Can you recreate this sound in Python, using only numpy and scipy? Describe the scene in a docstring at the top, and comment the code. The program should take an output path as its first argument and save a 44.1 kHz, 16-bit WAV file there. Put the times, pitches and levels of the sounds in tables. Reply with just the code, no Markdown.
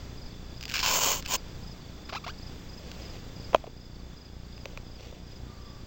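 """Katydids and a cricket call throughout, under a small camera's low buzz and thin glassy top.
Someone sitting on asphalt rips open the hook-and-loop straps of two canvas sneakers: single hooks
snap, then hundreds, ringing the taut strap. After 2 s rubber squeaks on rubber by stick-slip and socks
slide out. At 3.5 s a sole slaps down and rings in its damped modes; softer knocks and slides follow,
and a faint, hoarse note sounds far away at the end."""
import sys
import numpy as np
from scipy import signal
from scipy.fft import rfft, irfft
from scipy.io import wavfile
from scipy.ndimage import uniform_filter1d

SR = 44100
rng = np.random.default_rng(int(sys.argv[2]) if len(sys.argv) > 2 else 0)


def generate_wav(sig):
    """Save sig (samples, or channels by samples) to the path in sys.argv[1] as 16-bit PCM at SR."""
    pcm = np.round(np.clip(np.atleast_2d(sig).T, -1, 1) * 32767).astype(np.int16)
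    wavfile.write(sys.argv[1], SR, pcm)


N = 258426
T = np.arange(N) / SR
BAND_HZ, TOP_HZ = 8100, 15950  # upper edges of the camera's band and of its mirror image

# spectrum of a snap on a slack and on a taut strap: f/Hz, level/dB
SLACK_SNAP = [(200, -21), (800, -14), (1150, -7.5), (1330, -8), (1570, 0.5), (1850, -6.5), (2600, 3),
              (3700, -5), (5000, 0.5), (6200, -9.5), (7200, -7), (9000, -16.5)]
TAUT_SNAP = [(150, -12), (400, 0.5), (1200, -8.5), (1550, -2), (1850, -8), (2500, 0), (3200, 0.5),
             (3800, -4), (4900, -2.5), (6000, 0.5), (6700, 2), (7300, 2), (7700, -5.5), (9000, 5.5)]
# resonances of strap and canvas: f/Hz, bandwidth/Hz, gain/dB
STRAP_MODES = [(574, 240, -8), (1012, 128, 4.5)]
# tugs: start/s, end/s, snap level/dB, drumming re snaps/dB, swell/s, fade/s, fade depth/dB
TUGS = [(0.737, 0.785, -28, -29, 0.0033, 0.038, 3), (0.784, 0.827, -26.5, -20, 0.0078, 0.029, 16),
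        (0.825, 1.001, -26, -8.5, 0.006, 0.027, 2.5), (0.998, 1.207, -25, -9, 0.013, 0.086, 18.5),
        (1.28, 1.366, -25, -9, 0.062, 0.01, 12)]
# stray hooks crackling ahead of a tug: start/s, end/s, level/dB
CRACKLES = [(0.684, 0.74, -43), (1.249, 1.29, -44)]
# single hooks snapping around the tugs, and one late tick as the foot slides out: t/s, relative level/dB
SINGLE_SNAPS = [(0.6101, -23.5), (0.6279, -20), (0.637, -20), (0.6545, -17.5), (0.6806, -22.5),
                (0.6934, -23), (0.6977, -18.5), (0.7142, -20), (0.7208, -19), (0.7398, -13), (0.8006, -13),
                (0.8302, -13), (1.225, -23), (1.261, -16), (2.9158, -23)]
def straps(taut_s=0.9, tighten_s=0.031, swell_db=15):
    """Impulsive excitation: snapping hooks drive the strap's modes, faster and brighter under tension."""
    tension = (1 + np.tanh((T - taut_s) / tighten_s / 2)) / 2
    slack = snapping(SLACK_SNAP, rate=1700, spread_db=4.0)
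    taut = snapping(TAUT_SNAP, rate=3800, spread_db=3.5)
    snaps = np.sqrt(1 - tension) * slack + np.sqrt(tension) * taut
    snaps *= undb(1.1 * walk(200))  # whole rows of hooks give way together
    modes = sum(undb(db) * resonate(snaps, hz, width) for hz, width, db in STRAP_MODES)
    drum = steady(resonate(modes, hz=970, width=910))
    out = np.zeros(N)
    for start, end, db, drum_db, swell, fade, fade_db in TUGS:
        effort_db = db - swell_db * (1 - ramp(start, swell)) - fade_db * ramp(end - fade, fade)
        out += during(start, end, edge=.004) * undb(effort_db) * (snaps + undb(drum_db) * drum)
    strays = snapping(SLACK_SNAP, rate=900, spread_db=8.0)
    for start, end, db in CRACKLES:
        out += during(start, end, edge=.003) * undb(db) * strays
    for s, db in SINGLE_SNAPS:
        add(out, s, undb(db - 3) * click(SLACK_SNAP, ripple_db=2.5))
        for lag in rng.uniform(-0.0026, 0.005, size=4):  # fainter snaps cluster around it
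            add(out, s + lag, undb(db - 19) * click(SLACK_SNAP, ripple_db=3.0))
    return out


def snapping(spectrum, rate, spread_db, patches=9):
    """Superposition: patches of hooks let go along the peel line, each with its own impulse response."""
    out = np.zeros(N)
    for _ in range(patches):
        releases = grains(rate / patches, spread_db) * undb(2.5 * walk(22))
        ring = level(click(spectrum, ripple_db=4.0))
        out += signal.oaconvolve(releases, ring)[:N]
    return steady(out, size=700)


# squeaks: t/s, duration/s, first slip rate/Hz, target slip rate/Hz, glide/s, level/dB, roughness (0-1)
RUBBER_SLIPS = [(2.09, 0.017, 1900, 1074, 0.011, -38, 0.75), (2.125, 0.023, 560, 1305, 0.02, -34.5, 0.7),
                (2.148, 0.037, 784, 1344, 0.026, -33.5, 0.4), (2.241, 0.0135, 1150, 1458, 0.015, -39, 0.46),
                (2.264, 0.047, 704, 1632, 0.05, -36.5, 0.69)]
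def slipping(fade_db=10.5, clearing=0.83):
    """Slip rate sets pitch: each squeak starts rough, then glides to a cleaner note and fades."""
    hz, rough, gain = np.full(N, 1000.), np.zeros(N), np.zeros(N)
    for start, length, from_hz, to_hz, glide, db, first_rough in RUBBER_SLIPS:
        progress, begun = ramp(start, length), T > start - .002
        bend = np.sin(np.pi / 2 * progress * length / glide) ** 2
        hz = np.where(begun, from_hz + (to_hz - from_hz) * bend, hz)
        rough = np.where(begun, first_rough * (1 - clearing * progress), rough)
        envelope = during(start, start + length, edge=0.0042) * undb(db - fade_db * progress ** 3)
        gain = np.maximum(gain, envelope)
    return hz, np.clip(rough, 0, 1), gain


def squeak(hz, rough, gain):
    """Stick-slip oscillation: rubber on rubber rings the shoe with harmonics; uneven slips rasp."""
    phase = 2 * np.pi * np.cumsum(hz * (1 + 0.192 * rough * walk(900))) / SR
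    tone = sum(np.sin(k * phase + k * k) * (k * hz < BAND_HZ) for k in np.arange(1, 10))
    tone *= undb(6.8 * rough * walk(1000))
    rasp = rng.standard_normal(N) * (1 + np.cos(phase))
    shoe = [(300, 1), (600, 4.5), (1300, -1.0), (1900, -6), (2500, -3.5),  # f/Hz, gain/dB
            (3400, -8.0), (4400, -7.5), (5500, -13.5), (8000, -26)]
    return gain * steady(shaped(level(tone) + 0.72 * rough * level(rasp), shoe), size=350)


# soles landing: t/s, thud peak/dB, tick re thud/dB, pitch factor, dulling/(dB per octave)
LANDINGS = [(3.5306, -25, -9, 0.81, -2.5), (3.537, -26, -16, 1.05, 0), (3.5456, -2.5, -14, 0.99, 0),
            (3.5595, -27.5, 2.5, 0.93, 9), (3.640, -27.5, -10, 1.05, 12), (3.668, -34, -1, 1, 2),
            (3.674, -30, -11, 0.7, 7), (4.579, -47, 13.5, 0.81, 0), (4.656, -28, 8.5, 0.88, 7),
            (4.7745, -34, 11.5, 0.91, 3), (5.125, -35, -27, 0.86, 6)]
# modes of the hollow rubber sole: f/Hz, T60/s, level/dB
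SOLE_MODES = [(232, 0.0073, -36), (536, 0.0039, -19), (641, 0.019, 6.5), (1017, 0.013, 5.5),
              (1202, 0.0098, 0.5), (1440, 0.047, -32), (2510, 0.019, -13), (3200, 0.0082, -3.5)]
# spectrum of a tick of grit: f/Hz, level/dB
GRIT_TICK = [(400, -33), (1100, 5), (1800, -8.5), (2500, 6), (3300, -7), (4000, -4.5), (5000, -11.5),
             (6200, -9), (9000, -30)]
def slaps():
    """Damped vibration: grit ticks, then the sole lands and thuds, some landings duller than others."""
    out, t = np.zeros(N), T[:SR // 10]
    for s, db, tick_db, pitch, dull_db in LANDINGS:
        thud = np.zeros(len(t))
        for hz, t60, mode_db in SOLE_MODES:
            decay = undb(mode_db - dull_db * np.log2(hz) - 60 * t / t60)
            thud += decay * np.sin(2 * np.pi * hz * pitch * t)
        thud *= 1 - np.exp(-(t / 0.00086) ** 2)  # soft rubber takes a moment to load
        add(out, s + .0006, undb(db) * thud / np.abs(thud).max())
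        add(out, s, undb(db + tick_db) * click(GRIT_TICK, ripple_db=1.8))
    return out


# strokes of sock on canvas: peak t/s, level/dB, rise/s, fall/s
SOCK_STROKES = [(2.51, -54, 0.046, 0.021), (2.85, -51.5, 0.042, 0.071), (3.04, -47.5, 0.067, 0.05),
                (3.14, -50, 0.027, 0.032), (3.42, -61, 0.21, 0.12), (4.7, -52, 0.04, 0.05),
                (5.005, -45.5, 0.03, 0.095), (5.35, -55, 0.06, 0.022)]
# spectrum of rubbing cloth: f/Hz, level/dB
CLOTH_RUB = [(200, 2.5), (530, 15.5), (750, 4.5), (1500, -6.5), (2600, 4.5), (4000, -1.5), (6000, -2),
             (7300, -9), (9000, -8)]
def slide():
    """Friction noise: fibres catch and release as a heel works out, in strokes that swell and die away."""
    fibres = grains(rate=2500, spread_db=6)
    power = sum(undb(db) ** 2 * np.exp(-((T - s) / np.where(T < s, rise, fall)) ** 2)
                for s, db, rise, fall in SOCK_STROKES)
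    return shaped(fibres, CLOTH_RUB) * np.sqrt(power) * undb(2.2 * walk(45))


# calls of the nearest katydid: t/s
NEAR_CALLS = [.181, .575, .95, 1.30, 1.637, 2.058, 2.389, 2.698, 3.021, 3.365, 3.775, 4.176, 4.529, 4.875,
              5.281, 5.623]
def katydids():
    """Independent sources add: a near katydid, a far one on an even beat and a lower, slower one."""
    far_calls = 0.285 + 0.45 * np.arange(14)
    low_calls = 0.235 + 0.527 * np.arange(11)
    near = katydid(NEAR_CALLS, -51, hz=5070, fall_hz=114.6, length=.009, period=.0415,
                   swell_db=0.96, scrape_hz=90)
    far = katydid(far_calls, -63, hz=5260, fall_hz=232, length=.013, period=.035,
                  swell_db=2.0, scrape_hz=130)
    low = katydid(low_calls, -58, hz=4670, fall_hz=126, length=.01, period=.037,
                  swell_db=1.0, scrape_hz=110)
    return near + far + low


def katydid(calls, call_db, hz, fall_hz, length, period, swell_db, scrape_hz):
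    """Stridulation: three wing strokes of rising level, each sinking and fading as the wing slows."""
    out, t = np.zeros(N), T[:SR // 12]
    u = (t - t.mean()) / length  # stroke lengths from the peak
    envelope = np.where(u < 0, 1 / (1 + 3 * u ** 4), 1 / np.sqrt(1 + 3 * u ** 2)) * np.hanning(len(t))
    for s in calls:
        db = call_db + 0.5 * rng.standard_normal()
        for k in range(3):
            scrape = level(uniform_filter1d(rng.standard_normal(len(t)), size=30))
            pitch = hz + 25 * rng.standard_normal() - fall_hz * np.logaddexp(0, 2 * u)
            stroke = np.sqrt(2) * np.sin(phase_of(pitch + scrape_hz * scrape)) * envelope
            add(out, s + k * period - t.mean(), stroke * undb(db + swell_db * k))
    return out


# spectrum of the outdoor air: f/Hz, relative density/dB
AIR_SPECTRUM = [(20, 0), (30, 4), (42, -6), (100, -4), (200, -9), (400, -15.5), (700, -21), (1300, -25.5),
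                (2200, -28), (4000, -30), (6000, -32), (7300, -33.5), (9000, -36)]
def air():
    """Ambient noise: a broad spectrum, strongest in the bass, whose level drifts."""
    return level(shaped(rng.standard_normal(N), AIR_SPECTRUM), -43.5) * undb(0.72 * walk(5.1))


def chorus(hz=4825, width=560):
    """Incoherent summation: distant katydids merge into a narrow, throbbing band of noise."""
    strokes = np.cos(phase_of(23 + 3 * walk(4.9)))
    band = level(resonate(resonate(rng.standard_normal(N), hz, width), hz, width))
    return band * undb(-62 + 2.5 * strokes + 1.5 * walk(10))


def cricket():
    """Modulation: the wing beat varies one tone in frequency and amplitude, making a trill."""
    wing = phase_of(50 + .5 * walk(3.4))
    song = np.sin(phase_of(3490 - 50 * np.sin(wing) + 85 * walk(700)))
    return level(song * (1 + .8 * np.cos(wing)), -64) * undb(2.2 * walk(30))


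def far_note():
    """Frequency jitter makes a faint, distant note hoarse; its pitch sags a little."""
    hz = np.interp(T, [5.5, 5.8], [1195, 1150]) + 32 * walk(400)
    tone = level(np.sin(phase_of(hz)), -58.5)
    return tone * undb(1.3 * walk(40)) * during(5.47, 5.82, edge=0.072)


def buzz(frame_hz=29.97):
    """Periodic pulses: the camera's electronics tick once a frame, weakly between, over a wavering hum."""
    since = (T - .0287) % (1 / frame_hz)
    between = (since + .5 / frame_hz) % (1 / frame_hz)
    ticks = sum(g * t * np.exp(-t / .0011) for g, t in [(0.86, since), (0.23, between)])
    ticks = -level(ticks - ticks.mean(), -47.5) * undb(1.9 * walk(25))
    hum = -np.cos(2 * np.pi * 2 * frame_hz * since) * (1 + 1.6 * walk(12))
    return ticks + level(hum, -56)


def gain_control(x, threshold_db=-8, share=0.72, attack_s=0.045, recover_db_per_s=0.64):
    """Compression: a peak over the threshold turns the gain down; it creeps back over seconds."""
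    excess_db = np.maximum(20 * np.log10(np.abs(x) + 1e-9) - threshold_db, 0)
    recovery_db = recover_db_per_s * T
    cut_db = np.maximum.accumulate(share * excess_db + recovery_db, axis=-1) - recovery_db
    pole = np.exp(-1 / (attack_s * SR))
    return x * undb(-signal.lfilter([1 - pole], [1, -pole], cut_db))


def undb(db):
    """Decibels to amplitude ratio."""
    return 10 ** (np.asarray(db) / 20)


def level(x, db=0):
    """Set the rms level."""
    return x * undb(db) / np.sqrt(np.mean(x ** 2) + 1e-18)


def phase_of(hz):
    """Phase is the time integral of frequency."""
    return 2 * np.pi * np.cumsum(hz) / SR


def ramp(start, length):
    """Linear rise from zero to one."""
    return np.clip((T - start) / max(length, 1e-4), 0, 1)


def during(start, end, edge):
    """Trapezoidal window between two times."""
    return np.clip(np.minimum(T - start, end - T) / edge + .5, 0, 1)


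def add(out, s, x):
    """Superpose a short sound at time s."""
    i = max(int(s * SR), 0)
    out[i:i + len(x)] += x[:max(N - i, 0)]


def colour(points, hz):
    """Spectrum level in dB, interpolated over log frequency."""
    f, db = np.transpose(points)
    return np.interp(np.log(hz + 1), np.log(f), db)


def shaped(x, points):
    """Filtering by multiplication of spectra; rms 1."""
    return level(irfft(rfft(x) * undb(colour(points, np.fft.rfftfreq(N, 1 / SR))), N))


def resonate(x, hz, width):
    """Second-order resonance."""
    return signal.lfilter(*signal.iirpeak(hz, hz / width, fs=SR), x)


def click(points, ripple_db, size=512):
    """Minimum-phase impulse response of a spectrum with random ripple; peak 1."""
    hz = np.fft.rfftfreq(size, 1 / SR)
    ripple = level(uniform_filter1d(rng.standard_normal(len(hz)), size=4))
    db = colour(points, hz) + ripple_db * ripple - np.clip((hz - BAND_HZ) / 100, 0, 30)
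    cepstrum = irfft(np.log(undb(db)))
    cepstrum[size // 2:] = 0  # makes the click causal
    x = irfft(np.exp(2 * rfft(cepstrum)))
    return x / np.abs(x).max()


def walk(rate):
    """Random fluctuation through `rate` values a second; rms 1."""
    knots = np.arange(0, N / SR + 1, 1 / rate)
    return level(np.interp(T, knots, rng.standard_normal(len(knots))))


def grains(rate, spread_db):
    """Poisson impulses of uneven size."""
    return (rng.random(N) < rate / SR) * undb(spread_db * np.clip(rng.standard_normal(N), -3, 2))


def steady(x, size=1100):
    """Hold the short-term rms near 1 while single grains still stand out."""
    return x / np.sqrt(np.abs(uniform_filter1d(x ** 2, size)) + np.mean(x ** 2) / 20)


def scene():
    """Sound pressures add in one channel: shoes close by, insects and air around."""
    shoes = straps() + squeak(*slipping()) + slaps() + slide()
    return (shoes + katydids() + air() + chorus() + cricket() + far_note())[None]


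def record(dry):
    """Spectral imaging: the camera rides its gain, buzzes and samples at half rate, mirroring its band."""
    band = gain_control(dry) + buzz()
    band = signal.sosfilt(signal.butter(14, BAND_HZ - 300, fs=SR, output="sos"), band)
    band = signal.sosfilt(signal.ellip(8, .2, 70, 8700, fs=SR, output="sos"), band)
    mirror = band * np.cos(np.pi * np.arange(N)) * undb(-5)  # f becomes SR/2 - f: the glassy top
    return signal.sosfilt(signal.ellip(12, .2, 80, TOP_HZ, fs=SR, output="sos"), band + mirror)


dry = scene()
out = record(dry)
generate_wav(out)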